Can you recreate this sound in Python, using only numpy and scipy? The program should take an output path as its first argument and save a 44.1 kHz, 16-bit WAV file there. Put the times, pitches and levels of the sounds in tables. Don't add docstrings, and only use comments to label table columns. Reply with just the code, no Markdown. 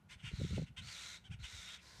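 import sys
import numpy as np
from scipy import signal
from scipy.fft import rfft, irfft
from scipy.io import wavfile
from scipy.ndimage import uniform_filter1d, map_coordinates

SR = 44100
rng = np.random.default_rng(int(sys.argv[2]) if len(sys.argv) > 2 else 0)


def inscribe(sig):
    pcm = np.round(np.clip(np.atleast_2d(sig).T, -1, 1) * 32767)
    wavfile.write(sys.argv[1], SR, pcm.astype(np.int16))


N = 88200
TIME = np.arange(N) / SR


def amp(db):
    return 10 ** (np.asarray(db) / 20)


def unit(x):
    return x / np.sqrt(np.mean(x ** 2) + 1e-20)


def add(mix, start, sound):
    part = mix[max(round(start * SR), 0):][:len(sound)]
    part += sound[:len(part)]


def noise(length):
    return rng.standard_normal(N)[:length]


def wander(length, size):
    return unit(uniform_filter1d(noise(N), size))[:length]


def colour(x, points):
    hz, db = np.transpose(points)
    bins_hz = np.fft.rfftfreq(2 * len(x), 1 / SR)
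    gain = amp(np.interp(np.log(bins_hz + 1), np.log(hz), db))
    return unit(irfft(rfft(x, 2 * len(x)) * gain)[:len(x)])


def resonate(x, hz, width_hz):
    turn = np.exp(2j * np.pi * np.cumsum(hz) / SR)
    pole = np.exp(-np.pi * width_hz / SR)
    return unit((turn * signal.lfilter([1], [1, -2 * pole, pole * pole], x / turn)).real)


def syrinx(hz, jitter, rough, puff_cycles=0.99):
    cycles = np.cumsum(hz * (1 + jitter * wander(len(hz), size=150))) / SR
    pulses = np.diff(np.floor(cycles), prepend=0)
    puffs = (0.1 + np.exp(-(cycles % 1) / puff_cycles)) * noise(len(hz))
    return (1 - rough) * unit(pulses - pulses.mean()) + rough * unit(puffs)


# (start [s], length [s], level [dB], top pitch [Hz],
# nominal throat resonance [Hz], its width [Hz], relative treble [dB], skew [under 1 peaks early],
# roughness [0-1], pitch bend [0-1])
CHACK_CALLS = [(0.084, 0.084, -55, 1055, 2500, 2160, 3, .9, 0.6, 0.42),
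               (0.174, 0.068, -64, 750, 2900, 995, -1, 1, 0.73, 0.31),
               (0.217, 0.11, -50, 474, 2720, 1020, 0, 0.94, 0.6, 0.25),
               (0.526, 0.075, -55, 519.6, 2660, 990, 3, 0.95, .75, .3),
               (0.651, .056, -63.5, 708, 2700, 1080, -0.5, 0.94, 0.72, .3),
               (0.763, 0.059, -49, 523, 2930, 960, 0, 0.687, 0.42, 0.22),
               (0.858, 0.06, -55, 520, 2940, 1190, 3, 1, 0.94, 0.42),
               (0.998, 0.085, -60, 520, 2600, 1290, 7, 0.52, 0.7, 0.37),
               (1.232, 0.065, -61, 783, 3150, 640, -1, 0.86, 0.42, 0.3),
               (1.296, .068, -56.5, 831, 2680, 840, 0, 1, 0.37, .75),
               (1.426, 0.057, -49.5, 521, 2840, 1470, 1.5, 0.75, 0.55, 0.4),
               (1.662, 0.078, -55, 520, 2900, 1320, -8, .89, 0.66, .3),
               (1.718, 0.057, -53.5, 522, 3230, 1490, -3, 0.82, 0.95, .3),
               (1.767, .062, -63.5, 658, 2530, 1090, -9, 0.75, 0.47, 0.52)]
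# (frequency [Hz], relative level [dB])
CHACK_BODY_SPECTRUM = [(300, -57), (700, 6), (1100, 8), (1500, 14), (1750, 12.5), (2080, 17), (2600, 5),
                       (3050, 9.5), (3650, 15.5), (4300, -49), (6000, -82)]
CHACK_HISS_SPECTRUM = [(2500, -65), (4300, 3.5), (5100, 1), (6300, 3), (7000, -2), (8200, 1), (9200, -6.5),
                       (11000, -17), (15000, -32)]


def chack(start, length, db, pitch_hz, throat_hz, width_hz, treble_db, skew, rough, bend):
    progress = np.linspace(0, 1, int(length * SR))
    opening = abs(np.sin(np.pi * progress ** skew))
    tension = np.sin(np.pi * progress ** np.sqrt(skew))
    drive = syrinx(pitch_hz * np.exp(bend * (tension - 1)), jitter=0.015, rough=rough)
    resonance_hz = throat_hz * (1 - 0.21 * (0.8 - opening))
    throat = resonate(drive, resonance_hz, width_hz)
    voice = unit(throat + amp(-2) * colour(drive, CHACK_BODY_SPECTRUM))
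    breathy = drive + rough * noise(len(drive))
    hiss = amp(treble_db - 11) * colour(breathy, CHACK_HISS_SPECTRUM)
    return start, amp(db) * opening ** 1.66 * (voice + hiss)


RASP_HZ, RASP_JITTER, THROB_HZ, THROB_SAG_HZ_PER_S = 315.3, 0.22, 77.67, 19
# (time [s], throat resonance [Hz], relative level [dB])
RASP_CURVES = [
    [(.30, 4000, -63.5), (.354, 4260, -58), (.44, 3700, -55), (.578, 4150, -57), (.64, 4050, -61),
     (.665, 4070, -74)],
    [(.81, 3460, -60), (.84, 4350, -57), (.925, 4496, -52), (.96, 3750, -52.5), (1.06, 3942, -52),
     (1.165, 3880, -54.5), (1.195, 3830, -65.5)],
    [(1.385, 3918, -66), (1.422, 4100, -60.5), (1.45, 3530, -56), (1.50, 3780, -54.5), (1.608, 3664, -53.5),
     (1.755, 3657, -55), (1.785, 3500, -62.5)],
]
# (width [Hz], relative level [dB])
RASP_RESONANCES = [(900, -9.5), (840, -8), (580, -8)]
# (frequency [Hz], relative level [dB])
RASP_BODY_SPECTRUM = [(250, -21), (600, -13.5), (1100, -11), (1380, -2), (1700, -5.5), (2080, 1.5),
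                      (2550, -5), (3100, -5.5), (4500, -11.5), (8000, -61)]
RASP_TREBLE_SPECTRUM = [(2000, -38), (3500, 0), (4700, -2.5), (5700, 3.5), (6700, 2.5), (8500, -4),
                        (9400, -10.5), (11200, -17), (13000, -18), (15500, -45)]


def rasp(curve, width_hz, throat_db):
    times, throat_hz, db = np.transpose(curve)
    start, end = times[0], times[-1]
    t = np.arange(start, end, 1 / SR)
    level_db = np.interp(t, times, db)
    drive = syrinx(np.full(len(t), RASP_HZ), RASP_JITTER, rough=0.71)
    throb_hz = (THROB_HZ - THROB_SAG_HZ_PER_S * (t - start)) * (1 + 0.082 * wander(len(t), size=600))
    throb = np.sin(2 * np.pi * np.cumsum(throb_hz) / SR)
    body = amp(-4.5) * colour(drive * (1 + 0.14 * throb), RASP_BODY_SPECTRUM)
    upper_drive = drive * (1 + 0.21 * throb)
    throat = amp(throat_db) * resonate(upper_drive, np.interp(t, times, throat_hz), width_hz)
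    effort_db = level_db + 53
    treble = amp(-4.5 + 0.65 * effort_db) * colour(upper_drive, RASP_TREBLE_SPECTRUM)
    fade = np.clip(np.minimum(t - start, end - t) / 0.01, 0, 1)
    return start, fade * amp(level_db) * (body + throat + treble)


# (time [s], level [dB])
FAR_SWELL = [(1.79, -79), (1.83, -64.5), (1.88, -61), (1.97, -62), (2.0, -61)]
# (frequency [Hz], relative level [dB])
FAR_SPECTRUM = [(400, -4.5), (800, -6.5), (1030, 2), (1250, -10), (1530, 2.5), (3000, -7), (4050, 0),
                (5400, -2), (8500, -11), (15000, -28.5)]


def far_rasp():
    drive = syrinx(np.full(N, RASP_HZ), RASP_JITTER, rough=0.92)
    throb = 1 + 0.11 * np.sin(2 * np.pi * THROB_HZ * TIME)
    level_db = np.interp(TIME, *np.transpose(FAR_SWELL), left=-120)
    return amp(level_db) * colour(drive * throb, FAR_SPECTRUM)


def garden_echo(calls, low_t60_s=0.46, treble_t60_s=0.31, scatter_s=0.0097):
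    t = TIME[:SR // 2]
    reflections = noise(len(t)) * (rng.random(len(t)) < 2000 / SR) * (t > 0.002)
    low = signal.sosfilt(signal.butter(2, 3500, fs=SR, output="sos"), reflections)
    tail = low * amp(-60 * t / low_t60_s) + (reflections - low) * amp(-60 * t / treble_t60_s)
    scatter = noise(len(t)) * np.exp(-t / scatter_s) * (t > 0.001)
    echo = amp(-13.5) * tail / np.linalg.norm(tail) + amp(-13) * scatter / np.linalg.norm(scatter)
    return calls + signal.fftconvolve(calls, echo)[:N]


# (time [s], relative level [dB])
GUST_LEVELS = [(0, -70), (.14, -62.5), (.165, -48.5), (.20, -90), (.243, -39), (.263, -51), (.278, -45.5),
               (.318, -62.5), (.337, -29.5), (.36, -63), (.39, -37.5), (.46, -34), (.48, -50.5), (.53, -31),
               (.565, -38.5), (.64, -37.5), (.66, -69), (.715, -48), (.745, -79), (.79, -49), (.89, -54),
               (.95, -78), (1.27, -71), (1.312, -37), (1.331, -56), (1.343, -41.5), (1.372, -61),
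               (1.395, -43), (1.415, -48.5), (1.43, -43), (1.455, -47.5), (1.48, -102), (1.548, -46),
               (1.563, -69), (1.588, -47.5), (1.62, -82), (1.92, -72.5), (2.0, -52.5)]
# (frequency [Hz], relative level [dB])
RUMBLE_SPECTRUM = [(15, -50), (30, -35), (50, -3.5), (80, 2.5), (120, 2.5), (190, -7.5), (245, -25),
                   (400, -42.5), (900, -68), (4000, -79)]
# (time [s], pitch factor [ratio])
RUMBLE_PITCH = [(0, 0.91), (.33, .97), (.41, 1.207), (.53, 1.05), (.62, 1.3), (.88, 1.08), (1.33, 0.89),
                (1.43, .64), (2.0, 0.89)]


def wind():
    level_db = np.interp(TIME, *np.transpose(GUST_LEVELS)) - 1.5
    travel = np.cumsum(np.interp(TIME, *np.transpose(RUMBLE_PITCH)))
    rumble = colour(noise(N), RUMBLE_SPECTRUM)
    eddies = map_coordinates(rumble, [travel], order=3, mode="mirror")
    power = uniform_filter1d(uniform_filter1d(eddies ** 2, size=600), size=300)
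    return amp(level_db) * eddies / np.sqrt(power + 0.34)


# (time [s], relative level [dB], upper edge [Hz])
SHARP_EDDIES = [(0.318, -53, 415), (0.402, -44.5, 470), (.416, -36, 534), (0.448, -38.5, 390),
                (0.511, -45, 516), (0.532, -42.5, 420), (0.57, -47.5, 447), (0.582, -32, 574),
                (0.598, -35.5, 524), (0.621, -40, 480)]


def sharp_eddy(centre, db, edge_hz, width_s=0.00386):
    t = np.arange(-3 * width_s, 3 * width_s, 1 / SR)
    spectrum = [(40, -30), (185, 0), (edge_hz * 0.6, -12), (edge_hz * 0.92, -6),
                (edge_hz * 1.35, -28), (edge_hz * 5, -70)]
    swirl = colour(noise(N), spectrum)[:len(t)]
    swing = unit(swirl * np.exp(-(t / width_s) ** 2))
    return centre + t[0], amp(db - 5) * swing / 2


# (frequency [Hz], relative level [dB])
AIR_SPECTRUM = [(20, -23), (60, 14.5), (110, 5), (190, 7), (260, -6), (500, -10.5), (900, -11), (1330, -16),
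                (1440, -5.5), (1560, -16), (3000, -21), (5000, -28.5), (13000, -33), (15000, -49)]


def outdoor_air():
    return amp(-66.5) * colour(noise(N), AIR_SPECTRUM)


def scene():
    birds, gusts = far_rasp(), wind()
    for call in CHACK_CALLS:
        add(birds, *chack(*call))
    for curve, throat in zip(RASP_CURVES, RASP_RESONANCES):
        add(birds, *rasp(curve, *throat))
    for eddy in SHARP_EDDIES:
        add(gusts, *sharp_eddy(*eddy))
    return (garden_echo(birds) + gusts + outdoor_air())[None]


def record(dry, low_cut_hz=45.6, band_limit_hz=15500):
    thinned = signal.sosfilt(signal.butter(3, low_cut_hz, "high", fs=SR, output="sos"), dry)
    lowpass = signal.firwin(511, band_limit_hz, window=("kaiser", 9), fs=SR)
    return signal.oaconvolve(thinned, lowpass[None], "same")


dry = scene()
out = record(dry)
inscribe(out)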